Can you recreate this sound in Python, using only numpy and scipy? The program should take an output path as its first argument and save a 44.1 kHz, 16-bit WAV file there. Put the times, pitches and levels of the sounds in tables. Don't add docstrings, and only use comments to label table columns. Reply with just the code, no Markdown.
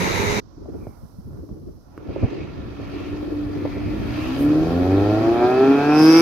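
import sys
import numpy as np
from scipy import signal
from scipy.io import wavfile
from scipy.ndimage import uniform_filter1d

SR = 44100
rng = np.random.default_rng(int(sys.argv[2]) if len(sys.argv) > 2 else 0)


def inscribe(sig):
    pcm = np.round(np.clip(np.atleast_2d(sig).T, -1, 1) * 32767)
    wavfile.write(sys.argv[1], SR, pcm.astype(np.int16))


N = 273861
TIME = np.arange(N) / SR
CUT_S = .399


def from_db(db):
    return 10 ** (np.asarray(db) / 20)


def rms_one(x):
    return x / np.sqrt(np.mean(x ** 2) + 1e-20)


def even(x, size=4000):
    power = uniform_filter1d(np.mean(np.atleast_2d(x) ** 2, axis=0), size=size)
    return x / np.sqrt(power + 1e-12)


def in_time(rows):
    s, *columns = np.transpose(rows)
    return [np.interp(TIME, s, c) for c in columns]


def at_hz(points, hz):
    f, value = np.transpose(points)
    return np.interp(np.log(hz), np.log(f), value)


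def after(start_s, fade_s):
    return .5 + .5 * np.tanh((TIME - start_s) / fade_s)


def hump(centre_s, half_s, order=2):
    return np.exp(-np.abs((TIME - centre_s) / half_s) ** order)


def swelling_db(rows):
    return sum(db * hump(s, half_s) for s, half_s, db in rows)


def drift(rate_hz):
    r = np.exp(-80 * np.pi * rate_hz / SR)
    slow = signal.lfilter([1], [1, -2 * r, r * r], rng.standard_normal(N // 40 + 2002))[2000:]
    return np.interp(np.arange(N) / 40, np.arange(len(slow)), rms_one(slow))


def band(x, low_hz, high_hz):
    sos = signal.butter(2, [low_hz, min(high_hz, SR / 2 - 1)], "band", fs=SR, output="sos")
    return signal.sosfilt(sos, x)


# pitch_hz, likeness (1 = identical)
OUTDOOR_LIKENESS = [(60, 0.21), (700, 0.066), (1300, 0)]


def noise(colour, patchy_db, flicker_hz=14, likeness=None):
    edges = 2 ** np.arange(np.log2(max(colour[0][0], 18)), np.log2(colour[-1][0]) + .2, 1 / 3)
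    out, white = 0, rng.standard_normal((2, 2, N))
    for k, (low, high) in enumerate(zip(edges, edges[1:])):
        mid, side = band(white[k % 2], low, high)
        hz = np.sqrt(low * high)
        alike = np.clip(at_hz(likeness or OUTDOOR_LIKENESS, hz), -1, 1)
        gain = from_db(at_hz(colour, hz) + patchy_db * drift(flicker_hz))
        out = out + gain * (np.sqrt(1 + alike) * mid + np.sqrt(1 - alike) * side * [[1], [-1]])
    return rms_one(out)


def rings(modes, spread):
    drive = rng.standard_normal(N) + spread * rng.standard_normal((2, N))
    return sum(from_db(db) * rms_one(band(drive, hz - width / 2, hz + width / 2))
               for hz, width, db in modes)


def bursts(rows, low_hz, high_hz):
    envelope = sum((TIME >= s) * from_db(db - 30 * np.maximum(TIME - s, 0) / decay)
                   for s, db, decay in rows)
    grain = rng.standard_normal(N) + 0.65 * rng.standard_normal((2, N))
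    puffs = envelope * rms_one(band(grain, low_hz, high_hz))
    return band(puffs, low_hz / 2, high_hz * 2)


def gliding_band(rows, half_width_hz):
    hz, db = in_time(rows)
    grain = band(rng.standard_normal(N) + 0.5 * rng.standard_normal((2, N)), 19, half_width_hz)
    whirr = rms_one(grain * np.cos(2 * np.pi * np.cumsum(hz) / SR))
    return from_db(db) * whirr * after(rows[0][0], .04) * (1 - after(rows[-1][0], .04))


def wander(x, share):
    read_s = TIME + np.cumsum(share * drift(3)) / SR
    return np.array([np.interp(read_s, TIME, channel) for channel in x])


def crank(firing_hz, jitter):
    return 2 * np.pi * np.cumsum(firing_hz * (1 + jitter * drift(42.0))) / SR


# pitch_hz, level_db per Hz (relative)
FAR_COLOUR = [(30, 7.5), (108, -3.5), (202, -14.5), (284, 0), (432, -30), (1080, -18.5), (2130, -44),
              (5740, -24.5), (7260, -52.5), (15500, -48.5)]
FAR_DB = -54.5


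def far_traffic():
    return from_db(FAR_DB) * noise(FAR_COLOUR, patchy_db=.5)


# pitch_hz, level_db per Hz (relative)
RUMBLE_COLOUR = [(20, -28.5), (48, -2.5), (90, -1), (150, -6), (250, -11)]
FLUTTER_COLOUR = [(110, -27.5), (170, -21), (290, 4), (420, -3.5), (560, -14), (1100, -39)]
# centre_s, half_length_s, rumble_db, flutter_db
GUSTS = [(0.74, 0.15, -38.5, -38), (1.487, 0.22, -41.5, -43), (2.23, 0.2, -39.5, -35.5)]
# time_s, rumble_db, flutter_db
BREEZE = [(.44, -46.5, -55.5), (2.0, -48.5, -56), (2.3, -36.5, -38.5), (3.3, -34, -31), (3.7, -31, -29.5),
          (4.5, -30, -34), (5.4, -36, -30), (6.2, -46, -30)]
# centre_s, level_db
THUMPS = [(0.887, -30.5), (1.039, -34.5), (1.19, -37), (1.271, -36), (1.519, -29), (1.7, -37),
          (2.102, -28.5), (2.24, -21.5)]
THUMP_HALF_S, THUMP_FLUTTER_DB = 0.015, -18


def wind():
    rumble_gain, flutter_gain = from_db(in_time(BREEZE))
    for s, half_s, rumble_db, flutter_db in GUSTS:
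        gust = hump(s, half_s, order=4)
        rumble_gain = rumble_gain + from_db(rumble_db) * gust
        flutter_gain = flutter_gain + from_db(flutter_db) * gust
    thumps = sum(from_db(db) * hump(s, THUMP_HALF_S) for s, db in THUMPS)
    lumps, eddies = from_db(2.5 * drift(16)), from_db(2.8 * drift(30))
    rumble = (rumble_gain + thumps) * rms_one(noise(RUMBLE_COLOUR, patchy_db=1.0) * lumps)
    flutter_gain = flutter_gain + from_db(THUMP_FLUTTER_DB) * thumps
    flutter = flutter_gain * rms_one(noise(FLUTTER_COLOUR, patchy_db=2.0) * eddies)
    return band(rumble, 36, 1100) * from_db([[-.2], [.2]]) + flutter


# start_s, flutter_db, decay_s (to fall 30 dB), slap_db
BUFFETS = [(0.657, -33.5, 0.023, -33), (0.695, -38, 0.015, -47), (0.743, -38, 0.069, -40),
           (0.869, -32, 0.02, -31), (1.491, -40, 0.014, -29), (1.542, -41, 0.017, -41),
           (2.088, -37, 0.059, -26), (2.161, -21, 0.033, -28), (2.225, -20.5, 0.077, -26),
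           (3.651, -18, 0.033, -32)]
SLAP_LOW_HZ, SLAP_HIGH_HZ = 90, 450


def buffets():
    clicks = np.zeros(N)
    for s, _, _, slap_db in BUFFETS:
        clicks[int(s * SR)] = from_db(slap_db)
    height = np.abs(band(signal.unit_impulse(SR), SLAP_LOW_HZ, SLAP_HIGH_HZ)).max()
    pulses = band(clicks + 1e-18, SLAP_LOW_HZ, SLAP_HIGH_HZ)
    slaps = band(pulses, SLAP_LOW_HZ / 2, SLAP_HIGH_HZ * 1.5) / height
    return slaps + bursts([row[:3] for row in BUFFETS], 130, 520)


# start_s, level_db
TICKS = [(1.374, -44), (1.977, -24.5)]
# pitch_hz, level_db (relative to the click), t60_s
TICK_MODES = [(290, -2.5, 0.041), (450, -4, 0.016), (1130, -7, .012), (1437, -5.5, .008),
              (2213, -14, 0.0045)]
TICK_EDGE_DB = -28


def ticks():
    out = 0
    for s, db in TICKS:
        age = np.maximum(TIME - s, 0)
        for k, (hz, mode_db, t60) in enumerate(TICK_MODES):
            fading = from_db(db + mode_db - np.minimum(60 * age / t60, 200))
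            out = out + fading * np.sin(2 * np.pi * hz * age) * (-1) ** k
    return out + bursts([(s, db + TICK_EDGE_DB, .006) for s, db in TICKS], 1500, 11000)


# time_s, firing_hz, level_db of firing orders 1, 2 and 4
FIRST_REVS = [(0, 88.5, -34, -21.5, -41), (.1, 94.06, -43, -37.5, -54), (.2, 100.7, -27, -38, -27),
              (.29, 103.2, -29.5, -40, -30.5), (.38, 105.6, -34, -30, -28.5)]
# order, start_level_db, end_level_db
FIRST_OVERTONES = [(5, -44, -40.5), (6, -38, -61)]
# pitch_hz, level_db per Hz (relative)
FIRST_ROAR = [(36, -9.5), (350, -13), (410, -12), (639, -19.5), (2180, -23), (3200, -33.5), (3880, -31),
              (6900, -36.5), (8300, -53), (10000, -42.5), (15500, -49)]
# time_s, level_db
FIRST_LEVEL = [(0.01, -24.8), (0.38, -26)]
# pitch_hz, likeness (negative = opposed)
FIRST_LIKENESS = [(130, -0.0058), (360, 0.5), (700, -0.4), (1250, -0.52), (2200, 0.078), (4000, -0.06)]
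# pitch_hz, width_hz, level_db
FIRST_RINGS = [(906, 167, -35), (2160, 420, -31), (3860, 370, -38), (6240, 750, -40.5)]
# one row per ear (left, right), gain_db
FIRST_BASS_DB = [
    [-13],
    [2.5],
]
FIRST_HISS_DB = [
    [2.5],
    [0],
]


def first_car():
    firing_hz, *levels_db = in_time(FIRST_REVS)
    phase = crank(firing_hz, jitter=.003)
    orders = list(zip((1, 2, 4), levels_db))
    for k, *ends_db in FIRST_OVERTONES:
        orders.append((round(k), np.interp(TIME, [0, CUT_S], ends_db)))
    note = sum(from_db(db + drift(10)) * np.sqrt(2) * np.cos(k * phase + rng.uniform(0, 2 * np.pi))
               for k, db in orders)
    roar = from_db(3.0) * noise(FIRST_ROAR, patchy_db=1.0, likeness=FIRST_LIKENESS)
    roar = roar * from_db(in_time(FIRST_LEVEL)[0]) + rings(FIRST_RINGS, spread=1.4)
    car = note + roar * (1 + 0.12 * np.cos(phase))
    bass = signal.sosfiltfilt(signal.butter(3, 290, fs=SR, output="sos"), car)
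    top = signal.sosfiltfilt(signal.butter(3, 6000, "high", fs=SR, output="sos"), car)
    placed = car + bass * (from_db(FIRST_BASS_DB) - 1) + top * (from_db(FIRST_HISS_DB) - 1)
    return placed * (1 - after(CUT_S, 0.0031))


# time_s, level_db
HISS = [(.44, -91), (.85, -69), (2.45, -76.5), (2.95, -67.5), (3.9, -64), (4.25, -56), (4.55, -58)]
# centre_s, half_length_s, rise_db
SPURTS = [(4.418, 0.044, 11)]
# pitch_hz, level_db per Hz (relative)
HISS_COLOUR = [(7000, 13), (8500, -10.5), (11000, 12), (15500, -4.5)]


def tyre_hiss():
    hiss_db = in_time(HISS)[0] + swelling_db(SPURTS)
    return from_db(hiss_db) * noise(HISS_COLOUR, patchy_db=.7)


GRIT_PER_S, GRIT_DB, GRIT_SPREAD_DB = 260, -11, 5


def grit():
    sizes = from_db(GRIT_SPREAD_DB * np.minimum(rng.exponential(1, N), 3)) * rng.choice([-1, 1], N)
    cracks = sizes * (rng.random(N) < GRIT_PER_S / SR) + 1e-18
    crunch = band(cracks, 480, 760)
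    crunch = crunch + from_db(-7.5) * band(cracks, 1210, 1370)
    crunch = crunch + from_db(-23.0) * band(cracks, 2600, 2860)
    return from_db(GRIT_DB) * rms_one(crunch)


# pitch_hz, level_db per Hz (relative)
ROAD_COLOUR = [(500, 4.5), (780, -1.5), (1000, -2), (1500, -11.5), (2500, -16), (3000, -14), (5000, -14.5),
               (6200, -28), (7500, -50.5)]
# time_s, rise_db
APPROACH = [(.44, -6), (2.6, -6.5), (3.4, -4), (4.5, 3.5), (5.2, 7.5), (6.2, 10.5)]
# centre_s, half_length_s, rise_db
SWELLS = [(0.842, 0.53, 39.5), (1.363, 0.096, 25), (2.282, 0.18, 4), (2.996, 0.21, 5), (4.25, 0.23, 5)]
# pitch_hz, width_hz, level_db (relative to the roll)
TREAD_RING = [(1374, 130, -12)]
# pitch_hz, width_hz, level_db (relative to the whirr setting)
BAY_RINGS = [(1110, 110, -8.5), (1340, 69, -8.5), (1769, 190, -6), (2314, 180, -8), (2494, 130, -7),
             (3170, 200, -14.5)]
BAY_WANDER = .008
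ROLL_DB, WHIRR_DB = -42.5, -47
ROLL_FOLLOWS = 0.48
HEDGE_CLEAR_S, HEDGE_FADE_S = 1.83, 0.22
HEDGE_ROLL_DB, HEDGE_WHIRR_DB = -29.5, -80


def rolling(phase):
    approach_db, = in_time(APPROACH)
    hidden = 1 - after(HEDGE_CLEAR_S, HEDGE_FADE_S)
    swell_db = swelling_db(SWELLS)
    roll_db = ROLL_DB + approach_db + HEDGE_ROLL_DB * hidden + ROLL_FOLLOWS * swell_db
    whirr_db = WHIRR_DB + approach_db + HEDGE_WHIRR_DB * hidden + swell_db
    rush = noise(ROAD_COLOUR, patchy_db=1.6)
    low = rms_one(signal.sosfilt(signal.butter(4, 1700, fs=SR, output="sos"), rush))
    high = rms_one(signal.sosfilt(signal.butter(4, 1800, "high", fs=SR, output="sos"), rush))
    roll = low + grit() + rings(TREAD_RING, spread=0.76)
    whirr = from_db(-3.0) * high + wander(rings(BAY_RINGS, spread=1.0), BAY_WANDER)
    return (from_db(roll_db) * roll + from_db(whirr_db) * whirr) * (1 + 0.12 * np.cos(phase))


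# time_s, pitch_hz, level_db
# a hoarse whirr rising in pitch from 3.5 to 4.45 s
RISING_WHIRR = [(3.5, 2056, -56), (3.7, 2162, -47.5), (4.0, 2300, -51.5), (4.2, 2525, -41.5),
                (4.33, 2765, -45), (4.45, 3144, -51)]
WHISTLE = [(.72, 2500, -91), (.84, 2350, -65), (.92, 2200, -71), (1.1, 2090, -98)]
RUSH = [(2.01, 2450, -70), (2.1, 2414, -58), (2.24, 2396, -49), (2.42, 2395, -49.5), (2.65, 2490, -71),
        (3.0, 2500, -48), (3.25, 2500, -60)]


def whirrs():
    rising = gliding_band(RISING_WHIRR, half_width_hz=310)
    whistle = gliding_band(WHISTLE, half_width_hz=120)
    return rising + whistle + gliding_band(RUSH, half_width_hz=340)


# pitch_hz, width_hz, level_db
PIPE = [(290.3, 71, 7), (367, 193, -8.5), (640, 55, -16.5), (735, 83, -12.5), (818, 96, -26),
        (1075, 89, -29), (1350, 145, -25), (1606, 83, -27.5), (2367, 190, -25.5), (2581.5, 114, -22.5)]


def pipe(hz, modes):
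    return sum(from_db(db) / (1 + ((hz * hz - f * f) / (hz * width)) ** 2) for f, width, db in modes)


# time_s, level_db
COAST = [(2.7, -28.5), (3.02, -37.5), (3.12, -28.5), (3.25, -31.5), (3.41, -25), (3.6, -35), (3.8, -31.5),
         (3.91, -27), (4.02, -32.5), (4.13, -34.5), (4.24, -27.5), (4.35, -23.5)]
# time_s, level_db of firing orders 1, 2 and 4
CHUG = [(3.1, -54, -45, -57), (3.75, -47, -35, -59), (3.95, -36, -39.5, -36.5), (4.3, -39, -41, -46)]


def coasting(firing_hz, phase):
    hum = sum(pipe(k * firing_hz, PIPE[:1]) ** 2.5 * from_db(drift(12)) * np.cos(k * phase + rng.normal())
              for k in range(4, 9))
    chug = sum(np.sqrt(2) * from_db(db + 2 * drift(12)) * np.cos(k * phase)
               for k, db in zip((1, 2, 4), in_time(CHUG)))
    return (from_db(in_time(COAST)[0]) * even(hum) + chug) * after(2.85, .15)


# time_s, level_db
BOOM = [
    [(4.6, -44), (4.8, -25), (4.96, -21.5), (5.15, -24), (5.45, -41), (5.65, -36), (6.02, -24),
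     (6.21, -28.5)],
    [(4.4, -34), (4.67, -26), (5.0, -36.5), (5.55, -30), (5.63, -23), (5.71, -11), (5.83, -25.5),
     (5.9, -15.5), (6.09, -8.5), (6.21, -10.5)],
    [(4.58, -52.5), (4.73, -23.5), (4.81, -19), (4.86, -23.5), (4.94, -17), (5.2, -23.5), (5.3, -15),
     (5.38, -23.5), (5.44, -14.5), (5.54, -20.5), (5.61, -13.5), (5.8, -24.5), (6.21, -26.5)],
    [(4.33, -32.5), (4.45, -14.5), (4.62, -18), (4.74, -37.5), (4.93, -23.5), (5.12, -28), (5.25, -38),
     (5.7, -46), (6.05, -36), (6.21, -36)],
]
# pitch_hz, level_db (relative)
BURBLE_COLOUR = [(180, -10.5), (270, 2), (380, -2.5), (440, -4), (520, -15.5)]
BURBLE_DB, BURBLE_DB_PER_OCTAVE = -38.5, -1.5
BURBLE_SPREAD_DB = 3


def boom(firing_hz, phase):
    lag = .3 * np.arange(5) ** 2
    orders = sum(from_db(in_time(rows)[0] + .8 * drift(30)) * np.cos(k * phase - lag[k])
                 for k, rows in enumerate(BOOM, 1))
    burble = 0
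    for k in [quarter / 4 for quarter in range(5, 20) if quarter % 4]:
        level_db = at_hz(BURBLE_COLOUR, k * firing_hz) + BURBLE_SPREAD_DB * drift(4)
        burble = burble + from_db(level_db) * np.cos(k * phase + rng.uniform(0, 2 * np.pi) + .6 * drift(4))
    burble_db = BURBLE_DB + BURBLE_DB_PER_OCTAVE * np.log2(firing_hz / 100)
    return np.sqrt(2) * (orders + burble * from_db(burble_db))


ORDER_DB = [1.5, 3.5, -1, 0.5, -1.5, 2.5, 1.5, -4.5, 0, -4, -12, -5.5, -6.5, -8.5, -10, -6]
# centre_s, half_length_s, change_db
SURGES = [(4.36, 0.15, -2.5), (5.445, 0.042, 4.5), (5.783, 0.12, -2)]
HALF_ORDER_DB, QUARTER_ORDER_DB = -16, -22
PULSE_TOP_ORDER = 9.15
GROWL_DB, GROWL_DB_PER_OCTAVE = -21.5, 6
SNARL_DB, SNARL_FROM_HZ, SNARL_DB_PER_OCTAVE = -21.5, 109, 27
ROUGH_DB = 1.3


def growl_level_db(firing_hz):
    return GROWL_DB + GROWL_DB_PER_OCTAVE * np.log2(firing_hz / 100)


def growl_and_snarl(firing_hz, phase):
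    snarl_db = SNARL_DB + SNARL_DB_PER_OCTAVE * np.maximum(np.log2(firing_hz / SNARL_FROM_HZ), 0)
    growl, snarl = from_db(growl_level_db(firing_hz)), from_db(snarl_db)
    upper = np.zeros((2, N))
    for k in np.r_[5:11:.25, 11:20.5:.5]:
        hz = k * firing_hz
        angle = k * phase + rng.normal() * min(k / 8, 2) + .022 * min(k, 12) * drift(40)
        if k % .5:
            pattern_db = QUARTER_ORDER_DB
        elif k % 1:
            pattern_db = HALF_ORDER_DB
        else:
            pattern_db = ORDER_DB[int(k) - 5]
        rounded = 1 / (1 + (k / PULSE_TOP_ORDER) ** 14)
        bright = 1 / (1 + (1000 / hz) ** 12)
        above_boom = 1 / (1 + (430 / hz) ** 6)
        unsteady = from_db(pattern_db + 1.6 * drift(3) + .8 * drift(40))
        source = growl * rounded * (1 - bright) + snarl * bright
        strength = pipe(hz, PIPE) * above_boom * unsteady * source
        ear_angle = np.minimum(hz / 3200, .45) * drift(2) * [[1], [-1]]
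        upper += np.sqrt(2) * strength * np.cos(angle + ear_angle)
    return upper * from_db(swelling_db(SURGES) + ROUGH_DB * drift(60))


# pitch_hz, width_hz, level_db (relative)
GAS_RINGS = [(276.5, 93, 1.5), (447, 45, -3), (722, 110, -5.5)]
GAS_DB = -11.5


def exhaust_gas(firing_hz, phase):
    turbulence = rms_one(rings(GAS_RINGS, spread=.4)) * (1 + np.cos(phase))
    return band(from_db(growl_level_db(firing_hz) + GAS_DB) * turbulence, 98, 3000)


THROTTLE_S = 4.36


def exhaust(firing_hz, phase):
    throttle = after(THROTTLE_S, 0.012)
    pulling = boom(firing_hz, phase) + growl_and_snarl(firing_hz, phase) + exhaust_gas(firing_hz, phase)
    return coasting(firing_hz, phase) * (1 - throttle) + throttle * pulling


# time_s, level_db
RASP = [(5.75, -57.5), (5.916, -44), (5.992, -30.5), (6.18, -25.5)]
# pitch_hz, level_db per Hz (relative)
RASP_COLOUR = [(3000, 1), (5100, -14), (7000, -23.5), (8500, -16), (10100, -10.5), (12000, -7.5),
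               (15500, -26.5)]
# pitch_hz, width_hz, level_db (within the jet)
RASP_RINGS = [(5121, 520, 1), (5686, 350, -3.5)]
PUFF_FLOOR = .6
ZING_HZ, ZING_FALL_HZ, ZING_DB = 5170, 330, 2


def rasp(phase):
    puffs = rms_one(PUFF_FLOOR + (.5 + .5 * np.cos(phase)) ** 2.3)
    ear_drift = np.array([drift(150), drift(150)])
    zing_hz = ZING_HZ - ZING_FALL_HZ * np.sin(phase) + 130 * ear_drift + 90 * drift(40)
    zing = np.cos(2 * np.pi * np.cumsum(zing_hz, axis=1) / SR)
    zing = from_db(ZING_DB) * (1 + np.cos(phase)) * zing
    jet = rings(RASP_RINGS, spread=1.8) + from_db(-4.0) * noise(RASP_COLOUR, patchy_db=1.2)
    return from_db(in_time(RASP)[0]) * puffs * even(jet + zing, size=300) * after(5.58, 0.17)


# time_s, firing_hz
ROLL_UP_REVS = [(3.03, 47.27), (3.18, 49.8), (3.76, 48.12), (3.9, 50.04), (4.1, 57.04)]
PULL_REVS = [(4.35, 66.76), (4.432, 71.75), (4.586, 77.95), (4.726, 84.96), (4.968, 97.9), (5.188, 109),
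             (5.4, 119.5), (5.7, 137.1), (5.942, 151), (6.08, 159.7), (6.21, 166.7)]
# time_s, left_minus_right_db
TYRE_PAN = [(.5, -15.5), (2.3, -3), (3.5, 0.5)]


def scene():
    firing_hz = in_time(list(ROLL_UP_REVS) + list(PULL_REVS))[0]
    phase = crank(firing_hz, jitter=.0015)
    pan = from_db(in_time(TYRE_PAN)[0] * [[.5], [-.5]])
    road = (far_traffic() + tyre_hiss() + rolling(phase)) * pan
    background = road + wind() + buffets() + ticks()
    junction = background + whirrs() + exhaust(firing_hz, phase) + rasp(phase)
    return first_car() + junction * after(CUT_S, .002) * from_db([[-.2], [.2]])


CUTOFF_HZ = 15750


def record(dry):
    rounded = dry / (1 + (dry / .92) ** 8) ** (1 / 8)
    return signal.sosfilt(signal.ellip(12, .1, 90, CUTOFF_HZ, fs=SR, output="sos"), rounded)


dry = scene()
out = record(dry)
inscribe(out)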